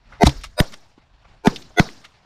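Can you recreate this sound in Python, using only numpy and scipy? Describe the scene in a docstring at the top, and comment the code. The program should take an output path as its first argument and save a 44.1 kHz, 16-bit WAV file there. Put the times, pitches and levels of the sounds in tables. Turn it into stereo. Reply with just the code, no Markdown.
"""Shotguns fire five times over an open field, heard on a small head-worn camera. Light wind and field hiss, made of
filtered noise, run throughout, and gun actions clack as clicks in short bursts of noise. Thin beating tones swell
just ahead of each of the four neighbours' shots; then come a snap, a short overloaded thump and a push of air, and
a tail of dying noise bands. Soon after the first of them the wearer's own shot adds low swings that shake the
camera, clacks and a tail; the second neighbour's shot also has a bright crack and a low-mid honk."""
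import sys
import numpy as np
from scipy import signal
from scipy.fft import rfft, irfft
from scipy.io import wavfile

SR = 44100
rng = np.random.default_rng(int(sys.argv[2]) if len(sys.argv) > 2 else 0)


def master(y):
    """Save y as 16-bit WAV."""
    cut = np.clip(np.atleast_2d(y).T, -1, 1)
    pcm = np.round(cut * 32767)  # scale
    wavfile.write(sys.argv[1], SR, pcm.astype(np.int16))


def magnitude_from_level(level_db):
    """Linear magnitude for a level in decibels (20 dB per decade)."""
    exponent = np.asarray(level_db, float) / 20
    return 10 ** exponent


N = 99225

# neighbours' shots: snap/s, snap/dB, thump/dB, thump/Hz, thump t60/s, air push/dB, tail/dB, extra tail bass/dB
NEIGHBOUR_SHOTS = [(0.2345, 4, -1, 200, 0.018, -21, -35, 3), (0.6033, 3, -6, 143, 0.012, -14.5, -33, -2),
                   (1.4727, 4, 0, 208, 0.016, -20, -32, 10), (1.7985, 4, -2.5, 160, 0.018, -18.5, -31, 3)]


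def rms_one(x):
    """Scale to rms 1."""
    return x / np.sqrt(np.mean(x ** 2) + 1e-20)


def in_time(rows):
    """A level curve in dB as gain per sample."""
    s, db = np.transpose(rows)
    return magnitude_from_level(np.interp(np.arange(N) / SR, s, db))


def at_hz(points, hz):
    """Read a frequency table, straight between points on a log frequency axis."""
    table_hz, values = np.transpose(points)
    return np.interp(np.log(hz), np.log(table_hz), values)


def since(s):
    """Seconds since a moment."""
    return np.arange(N) / SR - s


def dying(t, t60, rise=0.0003):
    """Bell-shaped rise up to t = 0, then a fall of 60 dB in t60 seconds."""
    rising = np.exp(-.5 * np.minimum((t / rise) ** 2, 200))
    falling = magnitude_from_level(-60 * np.maximum(t, 0) / t60)
    return np.where(t < 0, rising, falling)


def drift(rate_hz):
    """Slow random wander, spread 1: low-passed noise made at every 40th sample."""
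    pole = np.exp(-80 * np.pi * rate_hz / SR)
    noise = rng.standard_normal(N // 40 + 2002)
    slow = signal.lfilter([1], [1, -2 * pole, pole * pole], noise)[2000:]
    return np.interp(np.arange(N) / 40, np.arange(len(slow)), rms_one(slow))


def band(x, low, high):
    """Band-pass between two frequencies."""
    edges = [max(low, 12), min(high, .45 * SR)]
    return signal.sosfilt(signal.butter(2, edges, "band", fs=SR, output="sos"), x)


def noise_bands(spectrum):
    """Third-octave noise bands with their centres, rms 1 in sum."""
    edges = 45 * 2 ** np.arange(0, 8.6, 1 / 3)
    centres = np.sqrt(edges[1:] * edges[:-1])
    white = rng.standard_normal((2, N))  # neighbouring bands take turns, so they are independent
    rows = np.array([band(white[k % 2], edges[k], edges[k + 1]) for k in range(len(centres))])
    rows = rows * magnitude_from_level(at_hz(spectrum, centres))[:, None]
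    return centres, rows / np.sqrt(np.mean(rows.sum(axis=0) ** 2))


def field():
    """Patchy field hiss from drifting noise bands, and lumpy low rumble from noise below 59.4 Hz."""
    # colour of the hiss: f/Hz, relative density/dB per Hz
    hiss_spectrum = [(35, -30), (60, -1), (136, 0.5), (227, -8), (461, -14), (703, -6.5), (1780, -13),
                     (4940, -19.5), (12000, -54), (15600, -95)]
    # course of the hiss, ahead of a common lift: t/s, level/dB
    hiss_level = [(0, -68), (.1, -57), (.53, -65), (.82, -62.5), (1.14, -67.5), (1.3, -58.5), (1.42, -62.5),
                  (2.0, -59.5), (2.25, -61.5)]
    # wind and handling on the microphone: t/s, level/dB
    rumble_level = [(0, -53), (.15, -54), (.45, -42), (.7, -65.5), (1.4, -56.5), (2.25, -71)]
    hiss_lift_db = 4.0
    _, rows = noise_bands(hiss_spectrum)
    together = drift(27)
    hiss = sum(row * magnitude_from_level(1.6 * together + 2.0 * drift(10)) for row in rows)
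    rumble = rms_one(band(rng.standard_normal(N), 18, 59.4)) * magnitude_from_level(3.0 * drift(24))
    return hiss * in_time(hiss_level) * magnitude_from_level(hiss_lift_db) + rumble * in_time(rumble_level)


def steel(x):
    """Add the broad resonances of a gun action: parallel two-pole resonators."""
    # resonances of the steel parts: f/Hz
    action_hz = [1280, 2100, 3657, 5577]
    width_hz, level_db = 120, 2
    r = np.exp(-np.pi * width_hz / SR)
    gain = (1 - r * r) / 2  # unit gain at the resonance
    ringing = 0
    for hz in action_hz:
        poles = [1, -2 * r * np.cos(2 * np.pi * hz / SR), r * r]
        ringing = ringing + signal.lfilter([gain, 0, -gain], poles, x)
    return x + magnitude_from_level(level_db) * ringing


def clacks():
    """Gun actions, small rustles, and the bright crack and low-mid honk of the second neighbour's shot:
    a click inside a short gritty burst, each band-passed to its own colour."""
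    # short bursts, the crack and honk at .604 and .616 s: t/s, level/dB, centre f/Hz, width/octaves, rise/s, t60/s
    clack_rows = [(0.128, -38.5, 992, 1.73, 0.0062, 0.26), (.262, -16.5, 1480, 3.76, 0.0071, 0.075),
                  (0.2674, -6.5, 3080, 2.27, 0.00019, 0.03), (.271, -8.5, 730, 1.2, 0.0036, 0.051),
                  (0.272, -7.5, 3700, 0.4, .001, 0.02), (0.2928, -18, 3000, 1.4, 0.00061, 0.037),
                  (0.412, -40, 3370, 1.7, 0.00049, 0.077), (.437, -26.5, 2400, 2.7, 0.00077, 0.02),
                  (0.4415, -25, 1900, 2.8, 0.00069, 0.074), (0.604, -17.5, 12060, 0.66, 0.0033, 0.027),
                  (0.616, -20.5, 556, 0.59, 0.0024, 0.092), (0.724, -33, 1780, 3.4, 0.0012, 0.023),
                  (0.7425, -31, 1640, 2.97, 0.0065, 0.033), (.979, -43, 260, 0.83, 0.00041, 0.012),
                  (1.254, -44.5, 898, 1.3, 0.0058, 0.046), (1.5613, -20, 3490, 0.87, 0.00088, 0.036),
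                  (1.627, -38, 3570, 1.1, 0.0055, 0.0091), (1.708, -42, 580, .8, 0.003, 0.052),
                  (1.890, -27.5, 1850, 1.1, 0.00096, 0.0086), (2.053, -33.5, 2100, 1.83, 0.0073, 0.049)]
    grit_db, click_db = -5.5, -0.5  # against the level of the row
    uneven = magnitude_from_level(5.0 * rng.standard_normal(N))  # sample-by-sample level makes the noise gritty
    grit = steel(rng.standard_normal(N) * uneven)
    out = 0
    for s, db, hz, octaves, rise, t60 in clack_rows:
        low, high = hz * 2 ** (-octaves * .5), hz * 2 ** (octaves * .5)
        burst = rms_one(band(grit, low, high)) * dying(since(s), t60, rise)
        impulse = 1. * (np.arange(N) == int(s * SR)) + 1e-18
        click = band(impulse, low, high)
        click = click / abs(click).max()
        out = out + magnitude_from_level(db) * (magnitude_from_level(grit_db) * burst + magnitude_from_level(click_db) * click)
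    return out


def swells():
    """Thin tones, beating in step, grow towards each shot and die at the snap; a faint uneven comb fills between."""
    # one list of tones a shot, ahead of a common lift: f/Hz, level/dB
    swell_tones = [
        [(419.9, -15), (592.2, -28), (705.2, -14.5), (893.6, -14.5), (1545, -26.5), (2019, -22.5),
         (2476, -32.5), (4457, -34), (5857, -35)],
        [(608.3, -19), (979.8, -29.5), (1459, -26.5), (2390, -33.5), (3795, -27), (4926, -25), (8199, -37),
         (8861, -34.5), (9512, -38)],
        [(420, -18), (528, -30), (705, -22.5), (888, -18.5), (1453, -29), (2379, -33), (2670, -39.5)],
        [(425.3, -16.5), (705.2, -16), (1453, -17), (2019, -17.5), (3418, -24), (3612, -32.5), (6325, -30.5)],
    ]
    # weaker tones of the comb, ahead of the same lift and a random spread: f/Hz, level/dB
    faint_tones = [(300, -37), (1500, -44), (3200, -56), (5000, -52), (8000, -66), (13000, -64)]
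    swell_s, swell_power, fall_t60_s, lift_db = 0.053, 6.42, 0.0062, 2.5
    beat_hz, beat_depth, beat_lead_s = 94, 0.55, 0.0021
    before, after = 3000, 600  # samples around the snap
    t = np.arange(-before, after) / SR
    grow = np.sin(np.pi / 2 * np.clip(1 + t / swell_s, 0, 1)) ** swell_power
    grow = grow * dying(np.maximum(t, 0), fall_t60_s)
    comb_hz = beat_hz * (np.arange(3, 140) + .5)
    out = np.zeros(N)
    for (s, *_), tones in zip(NEIGHBOUR_SHOTS, swell_tones):
        tone_hz, tone_db = np.transpose(tones)
        comb_db = at_hz(faint_tones, comb_hz) + 7.0 * rng.standard_normal(len(comb_hz))
        hz = np.r_[tone_hz, comb_hz][:, None]
        db = np.r_[tone_db, comb_db][:, None]
        start, beat_start, depth = rng.random((3, len(hz), 1))
        beat_phase = 2 * np.pi * beat_hz * (t + beat_lead_s) + 2.2 * (beat_start - .5)
        beat = 1 + beat_depth * 2 * depth * np.cos(beat_phase)  # each tone beats to its own depth
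        sines = magnitude_from_level(db + lift_db) * beat * np.sin(2 * np.pi * (hz * t + start))
        i = int(s * SR)
        out[i - before:i + after] += grow * sines.sum(axis=0)
    return out


def ring(t, hz, t60):
    """A lopsided swing: quick fall from each crest, slower climb back; it holds briefly, then dies."""
    fall_s, hold_cycles = .002, 1.05  # crest to trough, swings at full level
    u = t % (1 / hz)
    climb = 1 + (u - fall_s) / (1 / hz - fall_s)
    half_turns = np.where(u < fall_s, u / fall_s, climb)
    swing = np.where(t < 0, 1, np.cos(np.pi * half_turns))
    held = np.where(t < 0, t, np.maximum(t - hold_cycles / hz, 0))
    return swing * dying(held, t60, rise=.0005)


def shots():
    """Neighbours' blasts: snap, burst of hiss, thump, then the air pulls back and slowly pushes."""
    snap_half_s = .00022
    hiss_db, hiss_t60_s, hiss_rise_s = -12.5, 0.0073, 0.00098  # dB against the snap
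    thump_lag_s = .0014  # first crest after the snap
    push_lag_s, push_rise_s, push_t60_s = .014, .004, .11
    suction_lag_s, suction_s, suction_db = .004, .002, 5  # dB against the push
    hiss = rms_one(band(rng.standard_normal(N), 420, 3000))
    out = 0
    for s, snap_db, thump_db, hz, t60, push_db, *_ in NEIGHBOUR_SHOTS:
        t = since(s)
        snap = np.where(abs(t) < snap_half_s, -np.cos(np.pi * t / snap_half_s * .5), 0)
        burst = magnitude_from_level(hiss_db) * hiss * dying(t, hiss_t60_s, hiss_rise_s)
        thump = ring(t - thump_lag_s, hz, t60)
        push = dying(t - push_lag_s, push_t60_s, push_rise_s)
        suction = magnitude_from_level(suction_db) * np.exp(-.5 * ((t - suction_lag_s) / suction_s) ** 2)
        out = out + magnitude_from_level(snap_db) * (snap + burst)
        out = out + magnitude_from_level(thump_db) * thump + magnitude_from_level(push_db) * (push - suction)
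    return out


def tails():
    """Scattered echoes off the field: noise dying band by band, with a stronger, faster first part."""
    # colour of the echoes: f/Hz, relative density/dB per Hz
    tail_spectrum = [(45, -9.5), (150, -4), (400, -9), (1100, -5), (2900, -21.5), (4800, -14),
                     (8000, -30.5), (10800, -44.5), (13000, -37), (15500, -48)]
    # fall of the long part: f/Hz, t60/s
    tail_t60 = [(60, 0.12), (250, 0.57), (1000, 0.24), (4000, 0.57), (9000, 0.67), (14000, 0.54)]
    early_db, early_t60_s = 15, .045  # dB against the long part
    bass_hz = 402  # the extra bass halves here
    own_shot = (.2745, -34)  # the wearer's: s, dB
    out = 0
    for centre, row in zip(*noise_bands(tail_spectrum)):
        t60 = at_hz(tail_t60, centre)
        bass_share = 1 / (1 + (centre / bass_hz) ** 2)
        starts = [(s, db + bass_db * bass_share) for s, *_, db, bass_db in NEIGHBOUR_SHOTS]
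        power = 0
        for s, db in starts + [own_shot]:
            late = dying(since(s), t60) ** 2
            early = magnitude_from_level(2 * early_db) * dying(since(s), early_t60_s) ** 2
            power = power + magnitude_from_level(2 * db) * (late + early)
        out = out + row * np.sqrt(power) * magnitude_from_level(3.0 * drift(25))
    return out


def recoil():
    """The kick shakes the camera body at a few low pitches; each swing dips through its peak moment."""
    # shakes from the wearer's shot: peak t/s, f/Hz, level/dB, rise/s, t60/s
    shakes = [(.2695, 68, -3.5, .008, .08), (.284, 135, -12, .014, .1), (.2752, 300, -10, .004, .06),
              (.39, 40, -28, .03, .25)]
    out = 0
    for s, hz, db, rise, t60 in shakes:
        t = since(s)
        out = out - magnitude_from_level(db) * np.cos(2 * np.pi * hz * t) * dying(t, t60, rise)
    return out


def scene():
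    """Nearly mono; the two ports differ in phase in the treble, by a side signal a quarter turn off the mid."""
    # stereo width: f/Hz, side against mid/dB
    width = [(60, -43), (300, -46), (1500, -41.5), (5500, -33), (7500, -23), (15000, -4)]
    mid = field() + clacks() + swells() + shots() + tails() + recoil()
    hz = np.maximum(np.arange(N // 2 + 1) * SR / N, 1)
    side = irfft(1j * rfft(mid) * magnitude_from_level(at_hz(width, hz)), N)
    return np.array([mid + side, mid - side])


def band_limit(x):
    """A steep low-pass at the top of the band."""
    return signal.sosfilt(signal.butter(12, 15740, fs=SR, output="sos"), x)


def record(dry):
    """Overload rounds the peaks towards full scale, then the extremes of bass and treble are cut."""
    x = np.tanh(dry)
    x = signal.sosfilt(signal.butter(1, 2, "high", fs=SR, output="sos"), x)  # 2 Hz
    x = signal.sosfilt(signal.cheby2(12, 60, 15700, fs=SR, output="sos"), x)  # 60 dB down from 15.7 kHz
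    return band_limit(x)


dry = scene()
out = record(dry)
master(out)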